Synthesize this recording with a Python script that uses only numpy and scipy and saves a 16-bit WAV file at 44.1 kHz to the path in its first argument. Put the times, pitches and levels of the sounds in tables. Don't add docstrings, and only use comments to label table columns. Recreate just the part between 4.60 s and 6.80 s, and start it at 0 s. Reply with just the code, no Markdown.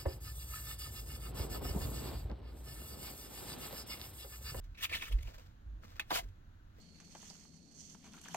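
import sys
import numpy as np
from scipy import signal
from scipy.fft import rfft, irfft
from scipy.io import wavfile
from scipy.ndimage import uniform_filter1d

SR = 44100
rng = np.random.default_rng(int(sys.argv[2]) if len(sys.argv) > 2 else 0)


def bounce(signal):
    frames = np.transpose(np.atleast_2d(signal))
    limited = np.clip(frames, -1, 1)
    pcm = np.round(limited * 32767).astype(np.int16)
    wavfile.write(sys.argv[1], SR, pcm)


def invert_db(x):
    u = np.asarray(x, float) / 20
    return 10 ** u


N = 97020
SLIPS_PER_S, GRAINS_PER_S = 5000, 16000
SPAN_DB = 25.5


def scratching():
    # peak_s, rise_s, fall_s, level_db, hiss_db
    strokes = [(.149, 0.0048, 0.043, -60.5, -24), (.186, 0.017, 0.079, -53, -4.5),
               (.242, 0.037, 0.032, -36.5, 1), (.253, 0.012, 0.011, -46, -2),
               (.296, 0.0047, 0.031, -48.5, -7), (.335, 0.037, 0.036, -39.5, -9.5),
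               (.353, 0.026, 0.046, -41, -1.5), (.424, 0.011, 0.018, -43.5, -8),
               (.445, 0.13, 0.08, -51.5, 0.5), (.485, 0.049, 0.027, -51, -1.5),
               (.527, 0.021, 0.026, -51, 1), (.59, 0.0058, 0.0067, -54.5, -20),
               (.612, 0.016, 0.017, -61, -3), (.632, 0.011, 0.0068, -59.5, 8.5),
               (.66, 0.02, 0.03, -64.5, -1), (.676, 0.0094, 0.018, -57, -13)]
    # peak_s, rise_s, fall_s, level_db, hiss_db
    cracks = [
        (1.396, 0.0007, 0.015, -41, 2.5),
        (1.399, 0.0031, 0.042, -45.5, -13),
    ]
    drive = slips(SLIPS_PER_S, spread_db=1.0, clump_db=1.0)
    return rubbing([*strokes, *cracks], cloth, drive, fold_db=3.5)


def snagging():
    # start_s, level_db, pitch_khz
    catches = [(.2285, -31.5, 2.7), (.2345, -39.5, 1.28), (.2395, -34, 2.6), (.243, -28, 2.4),
               (.2478, -31, 3.4), (.2513, -28, 2.56), (.2538, -28.5, 2.3), (.2955, -43, 2.1),
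               (.327, -34, 2.3), (.332, -37, 1.96), (.338, -33, 2.1), (.3465, -33.5, 1.93),
               (.3505, -33, 2.98), (.3555, -42, 2.8), (.372, -43, 1.94), (.399, -43, 2.3),
               (.4235, -35, 2.4), (.4345, -48, 5.5), (.461, -44, 2.9), (.482, -53, 1.77), (.526, -59, 2.6),
               (.590, -47.5, 1.9), (.631, -51.5, 2.24), (.675, -48, 2.3), (.721, -52, 0.63),
               (.743, -67, 2.4), (.785, -61, 2.4), (1.2352, -47.5, 1.25), (1.236, -58, 2.24),
               (1.251, -50.5, 1.15), (1.309, -63, 1.3), (1.321, -60, 1.4), (1.361, -56, 1.1),
               (1.3835, -51, 1.25), (1.5065, -33, 3.6), (1.549, -40, 4.6), (1.558, -32, 2.5),
               (1.572, -32, 2.67)]
    # mode_hz (at pitch 1), level_db, t60_s
    weave_modes = [(1037, -2.5, 0.016), (1317, -8.5, 0.011), (822, -11, 0.0033)]
    return blows(catches, weave_modes, soft_s=0.00027)


def rim_ticks():
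    # start_s, level_db
    ticks = [
        (1.3962, -25.5),
        (1.4195, -53.5),
    ]
    # mode_hz, level_db, t60_s
    rim_modes = [(886, -9.5, 0.02), (1864, -1, 0.024), (1970, -10, 0.02), (2140, -7.5, 0.037),
                 (2565, 3, 0.026), (2880, -7, 0.04), (2950, -9, 0.035), (3340, -1.5, 0.028),
                 (3750, -9.5, 0.055), (4200, -35, 0.024), (7100, -11, .025)]
    return blows(ticks, rim_modes, soft_s=0.00016)


def paw_blows():
    # start_s, level_db, pitch_factor
    thumps = [
        (1.510, -47, 1.14),
        (1.5145, -26.5, 1.027),
        (1.5275, -31.5, 0.763),
        (1.8, -69, 0.5),
    ]
    # start_s, level_db, pitch_factor
    taps = [(.316, -42, 0.698), (.345, -50.5, 0.21), (.356, -43.5, 0.84), (.424, -42, 1.11),
            (.677, -50, 0.91), (.678, -51.5, 0.304), (1.248, -63, .6), (.51, -49, 0.645), (1.397, -40, 1.1),
            (1.32, -57, 1.56), (2.185, -54.5, 0.59)]
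    # mode_hz, level_db, t60_s
    tray_modes = [(304, -12.5, 0.069), (563, -13.5, 0.081), (749, -8.5, 0.11), (802, -1.5, 0.036),
                  (956, 4, 0.022), (1108, -8.5, 0.081), (1840, -7.5, 0.013), (4000, -39, 0.014)]
    return blows(thumps, tray_modes, soft_s=0.0016) + blows(taps, tray_modes, soft_s=0.0015)


def first_contacts():
    # start_s, level_db, pitch_factor
    knocks = [
        (1.396, -33, 1.87),
        (1.5077, -28.5, 1.017),
        (1.5285, -43, 0.45),
    ]
    # mode_hz, level_db, t60_s
    knock_modes = [(811, 0, 0.036), (920, 9.5, 0.011)]
    return blows(knocks, knock_modes, soft_s=0.00041)[0]


def skidding():
    # peak_s, rise_s, fall_s, level_db, hiss_db
    skids = [
        (1.508, 0.0064, 0.062, -41, -3),
        (1.555, 0.035, 0.027, -42.5, 6.5),
        (1.574, 0.0057, 0.015, -47, 8.5),
        (1.592, 0.1, 0.028, -40, -1),
    ]
    drive = slips(GRAINS_PER_S, spread_db=1.8, clump_db=-1.0)
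    return rubbing(skids, dust, drive, fold_db=2.5)


def shuffling():
    # peak_s, rise_s, fall_s, level_db
    shuffles = [(0.044, 0.013, 0.036, -63.5), (.56, 0.55, 0.3, -63.5), (.705, 0.11, 0.069, -59),
                (0.745, 0.014, 0.061, -59.5), (0.784, 0.0092, 0.15, -60.5), (0.862, 0.0077, .05, -68.5),
                (1.24, 0.029, 0.028, -63), (1.255, .02, 0.017, -64), (1.289, 0.096, 0.074, -67.5),
                (1.318, 0.039, 0.093, -62), (1.36, 0.0088, 0.14, -61), (1.644, 0.04, 0.013, -63.5),
                (1.689, 0.0082, 0.017, -66.5), (2.2, 0.084, .05, -67.5)]
    # freq_hz, level_db (per Hz)
    fur_colour = [(250, -61), (500, 3.5), (1300, -4), (2300, -5.5), (4800, -7.5), (7500, -12.5),
                  (9800, -28), (14000, -13)]
    fur = evened(coloured(slips(SLIPS_PER_S, spread_db=2.5, clump_db=1.75), fur_colour))
    return fur * sum(swell(*row) for row in shuffles)


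def pressing():
    # peak_s, rise_s, fall_s, level_db
    presses = [(.2, 0.042, .05, -69.5), (.32, 0.043, 0.04, -58), (.44, 0.09, .08, -60.5),
               (.52, 0.063, 0.15, -62.5), (.59, .02, 0.043, -62.5), (.68, 0.036, 0.11, -63.5),
               (1.25, 0.057, 0.065, -62.5), (1.64, 0.055, 0.11, -63)]
    # freq_hz, level_db (per Hz)
    padding_colour = [(70, -30), (130, -1), (300, -3.5), (650, -7), (1300, -37)]
    padding = evened(coloured(slips(SLIPS_PER_S, spread_db=2.5, clump_db=3.0), padding_colour))
    return padding * sum(swell(*row) for row in presses)


def rubbing(rows, body, drive, fold_db):
    # freq_hz, level_db (per Hz)
    hiss_colour = [(1760, -47.5), (3000, -1), (5220, -9.5), (7100, -10), (7890, -13.5), (11600, -19),
                   (12500, -11), (16000, -9)]
    fibres = evened(drive) + 0.8 * evened(slips(GRAINS_PER_S, spread_db=1.5, clump_db=1.0))
    low = evened(folds(body(drive), fold_db))
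    high = evened(folds(coloured(fibres, hiss_colour), fold_db))
    return sum(swell(peak, rise, fall, db) * (low + invert_db(hiss_db) * high)
               for peak, rise, fall, db, hiss_db in rows)


def slips(per_s, spread_db, clump_db):
    size = invert_db(spread_db * np.minimum(rng.exponential(1, (2, N)), 4))
    happens = rng.random((2, N)) < per_s / SR
    sign = rng.choice([-1., 1.], (2, N))
    clump = evened(uniform_filter1d(rng.standard_normal(N), size=130))
    return size * happens * sign * invert_db(clump_db * clump)


def cloth(x):
    # freq_hz, width_hz, level_db
    resonances = [(580, 260, -11.5), (1250, 360, -6.5), (1797, 88, 1), (2243, 173, 0.5), (2573, 220, 0.5),
                  (2770, 240, 1), (3380, 570, -7), (4190, 870, -6.5)]
    hz = np.fft.rfftfreq(N, 1 / SR)
    shape = 0
    for k, (f, width, db) in enumerate(resonances):
        shape = shape + invert_db(db) / (1 + 1j * (hz - f) / (width / 2)) * (-1) ** k
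    low_cut = hz ** 2 / (hz ** 2 + 450. ** 2)
    return irfft(rfft(x) * shape * low_cut, N)


def dust(x):
    # freq_hz, level_db (per Hz)
    dust_colour = [(150, -9), (350, -11), (700, 15.5), (1400, 7.5), (2600, 4.5), (3600, -15), (5000, -4.5),
                   (8000, -28)]
    return coloured(x, dust_colour)


def folds(x, fold_db):
    z = signal.stft(x, nperseg=256)[2]
    patch = uniform_filter1d(rng.standard_normal(z.shape[1:]), size=3, axis=0)
    patch = evened(uniform_filter1d(patch, size=7, axis=1))
    return signal.istft(z * invert_db(fold_db * patch), nperseg=256)[1][:, :N]


def blows(rows, modes, soft_s):
    t, out = np.arange(4000) / SR, np.zeros((2, N + 4000))
    hz, db, t60 = np.transpose(modes)[:, :, None]
    turns = np.round(rng.random((len(rows), 2, len(modes), 1))) * [[[0]], [[.5]]]
    for (start, level_db, *pitch), turn in zip(rows, turns):
        f = hz * (pitch[0] if pitch else 1)
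        partials = invert_db(db - 60 * t / t60) * np.sin(2 * np.pi * (f * t + turn))
        ring = partials.sum(1) * (1 - np.exp(-t / soft_s))
        out[:, round(start * SR):][:, :len(t)] += invert_db(level_db) * ring / abs(ring[0]).max()
    return out[:, :N]


def swell(peak, rise, fall, db):
    t = np.arange(N) / SR - peak
    return invert_db(db - SPAN_DB * np.where(t < 0, (abs(t) / rise) ** 1.65, abs(t) / fall))


def evened(x):
    return x / np.sqrt(np.mean(x ** 2) + 1e-20)


def read(points, hz):
    f, value = np.transpose(points)
    return np.interp(np.log(hz + 1), np.log(f + 1), value)


def coloured(x, points):
    return irfft(rfft(x) * invert_db(read(points, np.fft.rfftfreq(N, 1 / SR))), N)


def pen(x):
    t = np.arange(SR // 2) / SR
    taps = rng.standard_normal((4, len(t))) * (t > .002)
    near = taps[:2] * invert_db(-60 * t / .06)
    far = taps[2:] * invert_db(-60 * t / .3)
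    near, far = (v / np.linalg.norm(v, axis=1)[:, None] for v in (near, far))
    return x + signal.fftconvolve(x, invert_db(-10) * near + invert_db(-24) * far, axes=1)[:, :N]


def ports(pair, same):
    # freq_hz, right_lead_rad
    port_turn = [(60, -.28), (200, -.35), (350, -1.0), (520, -1.9), (860, -2.8), (1100, -2.5), (1900, -.8),
                 (4100, -2.8), (5600, -3.5), (9400, -5.0), (14800, -9.2)]
    # freq_hz, left_over_right_db
    port_tilt = [(60, -2), (350, -7.5), (520, 2), (860, 1.5), (1700, 3.5), (3500, -3), (6000, 2.5),
                 (13000, -0.5)]
    hz, (a, b) = np.fft.rfftfreq(N, 1 / SR), rfft(pair)
    likeness = np.clip(read(same, hz), 0, 1)
    tilt = invert_db(read(port_tilt, hz) / 2)
    right = likeness * a + np.sqrt(1 - likeness ** 2) * b
    right = right * np.exp(1j * read(port_turn, hz))
    return irfft(np.array([a * tilt, right / tilt]), N)


def booms():
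    # peak_s, rise_s, fall_s, level_db, pitch_hz
    boards = [(0.0558, 0.57, 0.2, -46.5, 38.96), (.558, 0.065, 0.061, -25.5, 47),
              (0.611, 0.023, 0.031, -35, 57), (0.676, 0.06, 0.033, -39, 47.5), (.668, .04, .04, -47, 72.6),
              (0.798, 0.13, 0.047, -52.5, 38.8), (1.068, 0.1, 0.027, -50, 58),
              (1.158, 0.22, 0.1, -45.5, 51.9), (0.53, 0.023, 0.032, -52.5, 100),
              (.64, 0.016, 0.083, -48.5, 104), (.56, 0.045, 0.15, -42, 26), (0.24, 0.048, 0.19, -59, 73.5),
              (2.099, 0.019, 0.049, -55, 101), (1.663, 0.083, 0.07, -44, 42.3),
              (1.698, 0.039, 0.057, -49, 95.5), (1.1, 0.022, 0.076, -50, 49)]
    t = np.arange(N) / SR
    out = np.zeros(N)
    for peak, rise, fall, db, hz in boards:
        envelope = uniform_filter1d(swell(peak, rise, fall, db), size=300)
        out += envelope * np.sqrt(2) * np.cos(2 * np.pi * hz * (t - peak))
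    return out


def room_tone():
    # freq_hz, level_db (per Hz)
    rumble_colour = [(11, -53), (18, 0), (59, 0), (90, -1), (124, -10), (265, -22), (324, -18.5),
                     (384, -34), (1000, -30), (1300, -51), (2200, -120)]
    # freq_hz, level_db (per Hz)
    faint_hiss_colour = [(470, -8), (800, -9.5), (1550, -5.5), (2180, -15), (4130, -17), (5110, -24.5),
                         (6740, -22), (8550, -36), (16000, -27)]
    noise = rng.standard_normal((4, N))
    lumps = uniform_filter1d(rng.standard_normal(N), size=4000)
    lumps_db = evened(uniform_filter1d(lumps, size=4000))
    rumble = invert_db(-56 + lumps_db) * evened(coloured(noise[:2], rumble_colour))
    return rumble + invert_db(-72) * evened(coloured(noise[2:], faint_hiss_colour))


def scene():
    # freq_hz, likeness (0 to 1)
    near_same = [(100, .98), (350, .88), (860, .9), (1400, .6), (2400, .8), (4200, .5), (9000, .5),
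                 (15000, .5)]
    # freq_hz, likeness (0 to 1)
    air_same = [(60, 1), (170, 0.99), (350, 0.49), (520, 0.21), (1000, 0.83), (1400, 0.06), (3000, 0.092)]
    animal = scratching() + snagging() + shuffling() + pressing()
    animal = animal + rim_ticks() + paw_blows() + skidding()
    background = room_tone() + booms() * np.array([[1], [0]])
    return first_contacts() + ports(pen(animal), near_same) + ports(background, air_same)


def band_limit(x):
    return signal.sosfilt(signal.butter(12, 15960, fs=SR, output="sos"), x)


def record(dry):
    below_edge = np.fft.rfftfreq(N, 1 / SR) < 15930
    return band_limit(irfft(rfft(dry) * below_edge, N))


dry = scene()
out = record(dry)
bounce(out)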